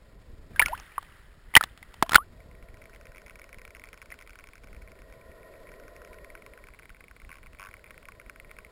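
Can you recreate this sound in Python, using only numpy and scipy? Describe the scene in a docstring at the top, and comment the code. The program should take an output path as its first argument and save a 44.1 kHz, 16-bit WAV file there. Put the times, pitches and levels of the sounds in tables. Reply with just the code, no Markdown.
"""A low rumble of water, then slaps, drips and gurgles as a small cased camera bobs through the sea surface.
Each slap traps a ringing bubble, and water fizzes as it runs off the waterproof case. Once it sinks,
the sonar clicks of a pod of dolphins rap on the case and set it ringing, over the rumble of eddies,
a hollow swelling drone and a soft hiss. The camera's coarse sampling adds a glassy treble."""
import sys
import numpy as np
from scipy import signal
from scipy.fft import rfft, irfft, next_fast_len
from scipy.io import wavfile

SR = 44100
rng = np.random.default_rng(int(sys.argv[2]) if len(sys.argv) > 2 else 0)


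def output_pcm(signal):
    """Save a mono or channel-first signal as 16-bit PCM at the path in sys.argv[1].

    Samples are clipped to [-1, 1] before scaling.
    """
    pcm = np.clip(np.atleast_2d(signal).T, -1, 1) * 32767
    wavfile.write(sys.argv[1], SR, np.round(pcm).astype(np.int16))


N = 384111
HOLD_HZ = 12000  # the camera's coarse sampling rate

# modes the case rings with under a click: f/Hz, level/dB, t60/s
CASE_MODES = [(487.3, 20, 0.015), (1114, 3.5, 0.037), (1354, 3, 0.014), (1496, 9.5, 0.015),
              (2093, 6.5, 0.014), (2248, 6, 0.017), (2280, -31, 0.0062), (3070, 6, 0.0064),
              (3150, 7, 0.0017)]


def gain_of(db):
    """Decibels to amplitude."""
    return 10 ** (np.asarray(db) / 20)


def evened(x):
    """Scales to an rms of one."""
    return x / np.sqrt(np.mean(x ** 2) + 1e-20)


def add(mix, start_s, sound):
    """Mixes a sound in at a time."""
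    part = mix[max(round(start_s * SR), 0):][:len(sound)]
    part += sound[:len(part)]


def curve(rows):
    """An envelope of straight lines through rows of t/s, value."""
    return np.interp(np.arange(N) / SR, *np.transpose(rows))


def noise(spectrum):
    """Steady noise of rms one, coloured by rows of f/Hz, level/dB and cut off at half the hold rate."""
    size = next_fast_len(N, True)
    hz = np.fft.rfftfreq(size, 1 / SR)
    points_hz, db = np.transpose(spectrum)
    colour = gain_of(np.interp(np.log(hz + 1), np.log(points_hz), db)) * (hz < HOLD_HZ / 2)
    return evened(irfft(rfft(rng.standard_normal(size)) * colour, size)[:N])


def wander(rate_hz):
    """Random drift of rms one, mostly slower than the given rate."""
    hz = np.fft.rfftfreq(N, 1 / SR)
    return evened(irfft(rfft(rng.standard_normal(N)) / (1 + (hz / rate_hz) ** 4), N))


def water(hiss_db=-65, lumps_db=3.0, flutter_db=1.5):
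    """Eddies rumble on the case, a hollow drone swells and fades, and a soft hiss lies under both."""
    # tone colours of the three beds: f/Hz, level/dB
    rumble_colour = [(12, -9.5), (25, 2), (55, -1.5), (110, -13.5), (250, -19.5), (700, -31.5),
                     (1500, -53.5)]
    drone_colour = [(150, -17.5), (310, -10), (420, 0), (560, 0.5), (680, 1.5), (740, -23), (930, -25),
                    (1005, -2), (1190, -22), (1400, -8), (1620, -23.5), (1800, -14.5), (1890, -1.5),
                    (1980, -18.5), (2450, -22), (2700, -33.5)]
    hiss_colour = [(200, 6.5), (800, 4.5), (2100, 3.5), (2900, -2.5), (4800, -2), (6000, -9.5)]
    # buffeting of the eddies and swell of the drone: t/s, level/dB
    eddies = [(0, -55), (.62, -43), (.85, -56.5), (1.4, -55.5), (2.5, -50), (3.45, -55.5), (3.8, -55.5),
              (4.5, -58.5), (4.68, -50.5), (5.25, -54.5), (6.9, -55), (8.71, -55.5)]
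    swell = [(0, -65), (.6, -66.5), (1.1, -74), (2.25, -65), (2.6, -58.5), (3.6, -59.5), (4.2, -62),
             (4.55, -66), (4.8, -60), (5.4, -53), (6.25, -52.5), (6.6, -57), (6.9, -70), (7.2, -69.5),
             (7.6, -63), (8.71, -59)]
    rumble = noise(rumble_colour) * gain_of(curve(eddies) + lumps_db * wander(rate_hz=35))
    drone = noise(drone_colour) * gain_of(curve(swell))
    hiss = noise(hiss_colour) * gain_of(hiss_db + flutter_db * wander(rate_hz=39))
    return rumble + drone + hiss


def trickle(fizz_db=-4, sheet_db=-3, pops_per_s=420, scatter_db=5, decay_cycles=5.0, sizes=24):
    """Tiny bubbles of many sizes fizz in the sheet of water running off the case."""
    # water draining off the case while it is in the air: t/s, level/dB
    drain = [(.45, -80), (.62, -44), (.85, -54), (1.15, -58.5), (1.45, -69), (1.58, -50), (1.75, -63.5),
             (2.1, -58), (2.3, -84.5)]
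    t, fizz = np.arange(1400) / SR, np.zeros(N)
    for hz in np.geomspace(1200, 3600, sizes):
        bubble = np.exp(-hz * t / decay_cycles) * np.sin(2 * np.pi * hz * t)
        pops = rng.random(N) < pops_per_s / sizes / SR
        strength = gain_of(scatter_db * np.minimum(rng.exponential(1, N), 3))
        fizz += signal.oaconvolve(pops * strength, bubble)[:N]
    sheet = noise([(500, -17.5), (1000, -4.5), (1250, -4.5), (1950, 2.5),
                   (2400, -13), (3050, -7), (3500, -15), (6000, -18)])
    return gain_of(curve(drain)) * (gain_of(fizz_db) * evened(fizz) + gain_of(sheet_db) * sheet)


def splashes(ring_db=2, slap_db=-1, rise_cycles=0.47, slap_s=0.0023, glide_per_s=0.99, wobble_depth=0.048):
    """Each slap of water traps a wobbling bubble that rings a little sharper as it dies."""
    # the case surfaces and drips, takes a wave, then plunges under:
    # t/s, level/dB, bubble f/Hz, t60/s, slap offset/dB
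    slaps = [ (.5605, -32.5, 1625, 0.049, -4), (0.5951, -4.5, 2285, 0.029, -15.5),
             (0.5985, -11.5, 2750, 0.015, -16), (0.6004, -13.5, 933, 0.024, -25),
             (0.6161, -15, 1350, 0.034, -4), (0.6225, -12, 1703, 0.046, -9.5),
             (.660, -13, 2280, 0.012, -18), (0.6592, -23, 5820, 0.016, -14),
             (.666, -31.5, 1390, 0.092, -15), (0.683, -33.5, 2540, .022, 9), (0.777, -38, 2630, 0.021, 0.5),
             (.799, -29.5, 5450, 0.0052, -10), (0.9806, -15, 1142, 0.021, -25),
             (1.028, -46.5, 2970, 0.0089, 5), (1.539, -29, 1970, .07, -3), (1.5531, 4.5, 2920, .0105, -13),
             (1.5643, 5.5, 1490, .008, -11), (1.566, 10, 1900, .0068, -10), (1.5707, 2, 1990, .018, -9),
             (1.6099, -10, 1250, .016, -13), (1.627, -28, 1695, .04, -7), (1.638, -17.5, 3480, .009, 0),
             (1.776, -44.5, 3460, 0.0092, 4), (1.828, -34, 2020, 0.018, -6),
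             (1.941, -44.5, 1075, .012, 8.5), (2.025, 2.5, 1130, 0.0048, -10.5),
             (2.026, -4.5, 282, 0.0088, -34), (2.028, -26, 664, 0.065, -14), (2.063, -39, 1060, 0.044, -2),
             (2.094, -24.5, 3150, .0082, 3), (2.1101, -31, 1300, .03, 3), (2.1191, -22.5, 1370, 0.05, 4),
             (2.1327, -20.5, 1780, .027, 5.5), (2.1453, -6, 1290, .013, 2), (2.154, -6, 2054, 0.021, -3.5),
             (2.1571, 12.5, 1413, .011, -9), (2.173, -29.5, 3082, 0.023, -9),
             (4.1217, -32, 2050, 0.03, -16)]
    t, out = np.arange(4400) / SR, np.zeros(N)
    spray = noise([(60, -0.5), (450, -14), (900, 2.5), (2800, -5.0), (3600, -7.5), (6000, -10.0)])
    burst = np.exp(-t / slap_s)
    wobble = wobble_depth * wander(rate_hz=510)  # a bubble changes shape, and with it its pitch
    for start_s, db, hz, t60, wet_db in slaps:
        now = slice(round(start_s * SR), round(start_s * SR) + len(t))
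        pitch = hz * (1 + glide_per_s * t + wobble[now])
        ring = gain_of(ring_db - 60 * t / t60) * np.sin(2 * np.pi * np.cumsum(pitch) / SR)
        slap = gain_of(wet_db + slap_db) * burst * spray[now]
        attack = 1 - np.exp(-t * hz / rise_cycles)
        add(out, start_s, gain_of(db) * attack * (ring + slap))
    low_cut = signal.butter(1, 120, "highpass", fs=SR, output="sos")  # small bubbles radiate little bass
    return signal.sosfilt(low_cut, out)


def gurgles():
    """Two larger bubbles chirp upward as they near the surface."""
    # one glide for each bubble: t/s, f/Hz, level/dB
    glides = [
        [(.691, 580, -40), (.715, 652, -39.5), (.727, 810, -34), (.735, 954, -21.5), (.745, 1130, -39),
         (.755, 1680, -34)],
        [(2.182, 1075, -16), (2.194, 1160, -34.5), (2.205, 1214, -35), (2.238, 1580, -53)],
    ]
    out = np.zeros(N)
    for glide in glides:
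        times, hz, db = np.transpose(glide)
        t = np.arange(times[0], times[-1], 1 / SR)
        tone = np.sin(2 * np.pi * np.cumsum(np.interp(t, times, hz)) / SR)
        envelope = gain_of(np.interp(t, times, db)) * signal.windows.tukey(len(t), .03)
        add(out, times[0], envelope * tone)
    return out


def case_ring(t, centre_hz, spread_hz, rise_s, mode_gains=1):
    """A blow rings the case, favouring the modes near its centre frequency."""
    hz, db, t60 = np.transpose(CASE_MODES)[:, :, None]
    modes = gain_of(db - 60 * t / t60) * np.sin(2 * np.pi * hz * t)
    weights = mode_gains / (1 + ((hz[:, 0] - centre_hz) / spread_hz) ** 2)
    attack = 1 - np.exp(-t / rise_s)
    return attack * (weights @ modes)


def far_pod(gain_db=-60, clicks_per_s=14, start_s=2.35):
    """Distant dolphins tick faintly on the case once it has sunk."""
    ring = case_ring(np.arange(1400) / SR, centre_hz=2200, spread_hz=600, rise_s=.0004)
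    sunk = np.arange(N) / SR > start_s
    hits = (rng.random(N) < clicks_per_s / SR) * rng.uniform(1, 3.7, N)
    return gain_of(gain_db) * signal.oaconvolve(sunk * hits, ring)[:N]


def sonar_clicks():
    """Yields the dolphins' clicks one by one; gap and level glide evenly within each train."""
    # bright scans, hollow knocks and two short buzzes from the passing pod: start/s, end/s, clicks,
    # gap growth/s per click, first level/dB, last level/dB, ring centre f/Hz, tick offset/dB
    trains = [ (2.4034, 2.7425, 4, .0033, -56, -50, 2150, -21),
              (2.8558, 3.4164, 6, .0036, -48, -44, 2400, -23),
              (3.5442, 3.8387, 4, -.0089, -43, -43, 2490, -23),
              (3.9302, 4.2748, 5, -.0004, -43, -46, 2400, -19),
              (4.3557, 4.7472, 5, .0087, -46, -50, 2200, -19),
              (4.8755, 5.0990, 3, -.0049, -49, -56, 2100, -20),
              (5.2123, 5.6902, 5, .0102, -55, -53, 2050, -20),
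              (2.8400, 3.2630, 5, -.0015, -53, -48, 2150, -11),
              (3.3562, 3.8878, 7, .0012, -47, -47.5, 2030, -11),
              (3.9758, 4.5547, 8, .0001, -48.5, -47.5, 1900, -11),
              (4.6422, 5.1248, 6, .0046, -51, -50.5, 1900, -13),
              (2.7711, 3.3078, 6, -.0087, -53, -49, 1600, -13),
              (3.3955, 4.0262, 8, -.0019, -47, -48.5, 1870, -12),
              (4.1171, 4.2943, 3, -.0118, -44.5, -51, 2000, -12),
              (4.3970, 4.7647, 5, .0004, -49, -53, 1980, -14),
              (2.8170, 3.3900, 6, -.003, -53, -50, 1850, -12),
              (3.7584, 4.3880, 8, .001, -51, -51, 1850, -12),
              (5.7178, 6.0484, 5, .0012, -50, -45.5, 1700, -11),
              (6.1429, 6.3521, 3, .0042, -46.5, -41.5, 1700, -18),
              (6.4634, 7.1115, 7, -.0017, -44, -46.5, 1570, -21),
              (7.2178, 7.4612, 3, .0248, -47, -46.5, 1650, -24),
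              (7.5965, 7.9070, 3, .0239, -41.5, -40, 1680, -23),
              (8.0858, 8.5868, 3, .0796, -38.5, -38.5, 1700, -22),
              (6.0743, 6.4217, 4, .0041, -49.5, -46, 2150, -25),
              (6.5360, 7.2000, 7, .0028, -47.5, -49.5, 2250, -22),
              (7.3155, 7.5478, 3, .0033, -46, -50.5, 2200, -24),
              (6.6697, 6.8940, 3, -.0163, -47, -49, 2350, -25),
              (7.2486, 8.1204, 8, .0058, -51, -45.5, 2280, -23),
              (7.7675, 8.1984, 4, .0004, -50, -44, 2270, -23),
              (8.3996, 8.6477, 3, .0205, -42, -44.5, 2150, -24),
              (6.0181, 6.1313, 2, 0, -45, -47, 1720, -21), (7.5320, 7.6881, 2, 0, -48, -43.5, 1620, -21),
              (7.7305, 8.0285, 5, .0075, -52, -51, 1850, -20), (8.2146, 8.3597, 2, 0, -50, -48, 1680, -20),
              (7.2927, 7.3845, 8, .0006, -45, -49, 1300, -20), (7.5967, 7.6702, 8, 0, -39, -42, 1160, -21)]
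    for start_s, end_s, count, growth_s, first_db, last_db, centre_hz, sharp_db in trains:
        k = np.arange(round(count))
        times = np.linspace(start_s, end_s, len(k)) - growth_s * k * k[::-1] / 2
        for click_s, db in zip(times, np.linspace(first_db, last_db, len(k))):
            yield click_s, db, centre_hz, sharp_db


def dolphins(ring_db=-1, tick_db=1, rasp_db=-7, scatter_db=3.0, rise_s=0.00031, snap_s=0.001):
    """Each click snaps on the case and rings it; the surface mirrors the ring a moment later."""
    echo_gain, longest_echo_s = .4, 0.001463
    t, out = np.arange(1400) / SR, np.zeros(N)
    head = round(.004 * SR)  # the layers are balanced on their first 4 ms
    tick = noise([(1500, -33.5), (4000, -8), (4700, 2.5), (5400, 16)])
    rasp = noise([(1200, 0), (2500, 10.5), (3200, -20), (4600, -12)])
    snap = np.exp(-t / snap_s) * (1 - np.exp(-t / rise_s))
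    for click_s, level_db, centre_hz, sharp_db in sonar_clicks():
        scatter = gain_of(scatter_db * rng.standard_normal(len(CASE_MODES)))
        ring = case_ring(t, centre_hz, spread_hz=550, rise_s=rise_s, mode_gains=scatter)
        lag = round(rng.uniform(0.08, 1) * longest_echo_s * SR)
        ring = ring - echo_gain * np.pad(ring, (lag, 0))[:len(t)]  # the mirror flips the sign
        grain = slice(round(click_s * SR) - len(t), round(click_s * SR))
        layers = [(ring_db, ring), (rasp_db, rasp[grain] * snap), (sharp_db + tick_db, tick[grain] * snap)]
        for db, layer in layers:
            add(out, click_s, gain_of(level_db + db) * layer / layer[:head].std())
    low_cut = signal.butter(4, 910, "highpass", fs=SR, output="sos")  # the stiff case passes few lows
    return signal.sosfilt(low_cut, out)


def scene():
    """Everything reaches one microphone inside the case."""
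    return (water() + trickle() + dolphins() + far_pod() + splashes() + gurgles())[None]


def record(dry):
    """The slaps overload the input; holding each coarse sample mirrors the sound around the hold rate."""
    hz = np.fft.rfftfreq(N, 1 / SR)
    overloaded = np.clip(dry, -1, 1)
    passband = np.clip((HOLD_HZ / 2 + 100 - hz) / 600, 0, 1)
    band = irfft(rfft(overloaded) * np.sin(np.pi / 2 * passband) ** 2, N)
    mirrored = band * (1 + 2 * np.cos(2 * np.pi * HOLD_HZ * np.arange(N) / SR))
    held = irfft(rfft(mirrored) * np.sinc(hz / HOLD_HZ), N)
    high_cut = signal.firwin(511, 16150, window=("kaiser", 9), fs=SR)
    return signal.oaconvolve(held, high_cut[None], "same")


dry = scene()
out = record(dry)
output_pcm(out)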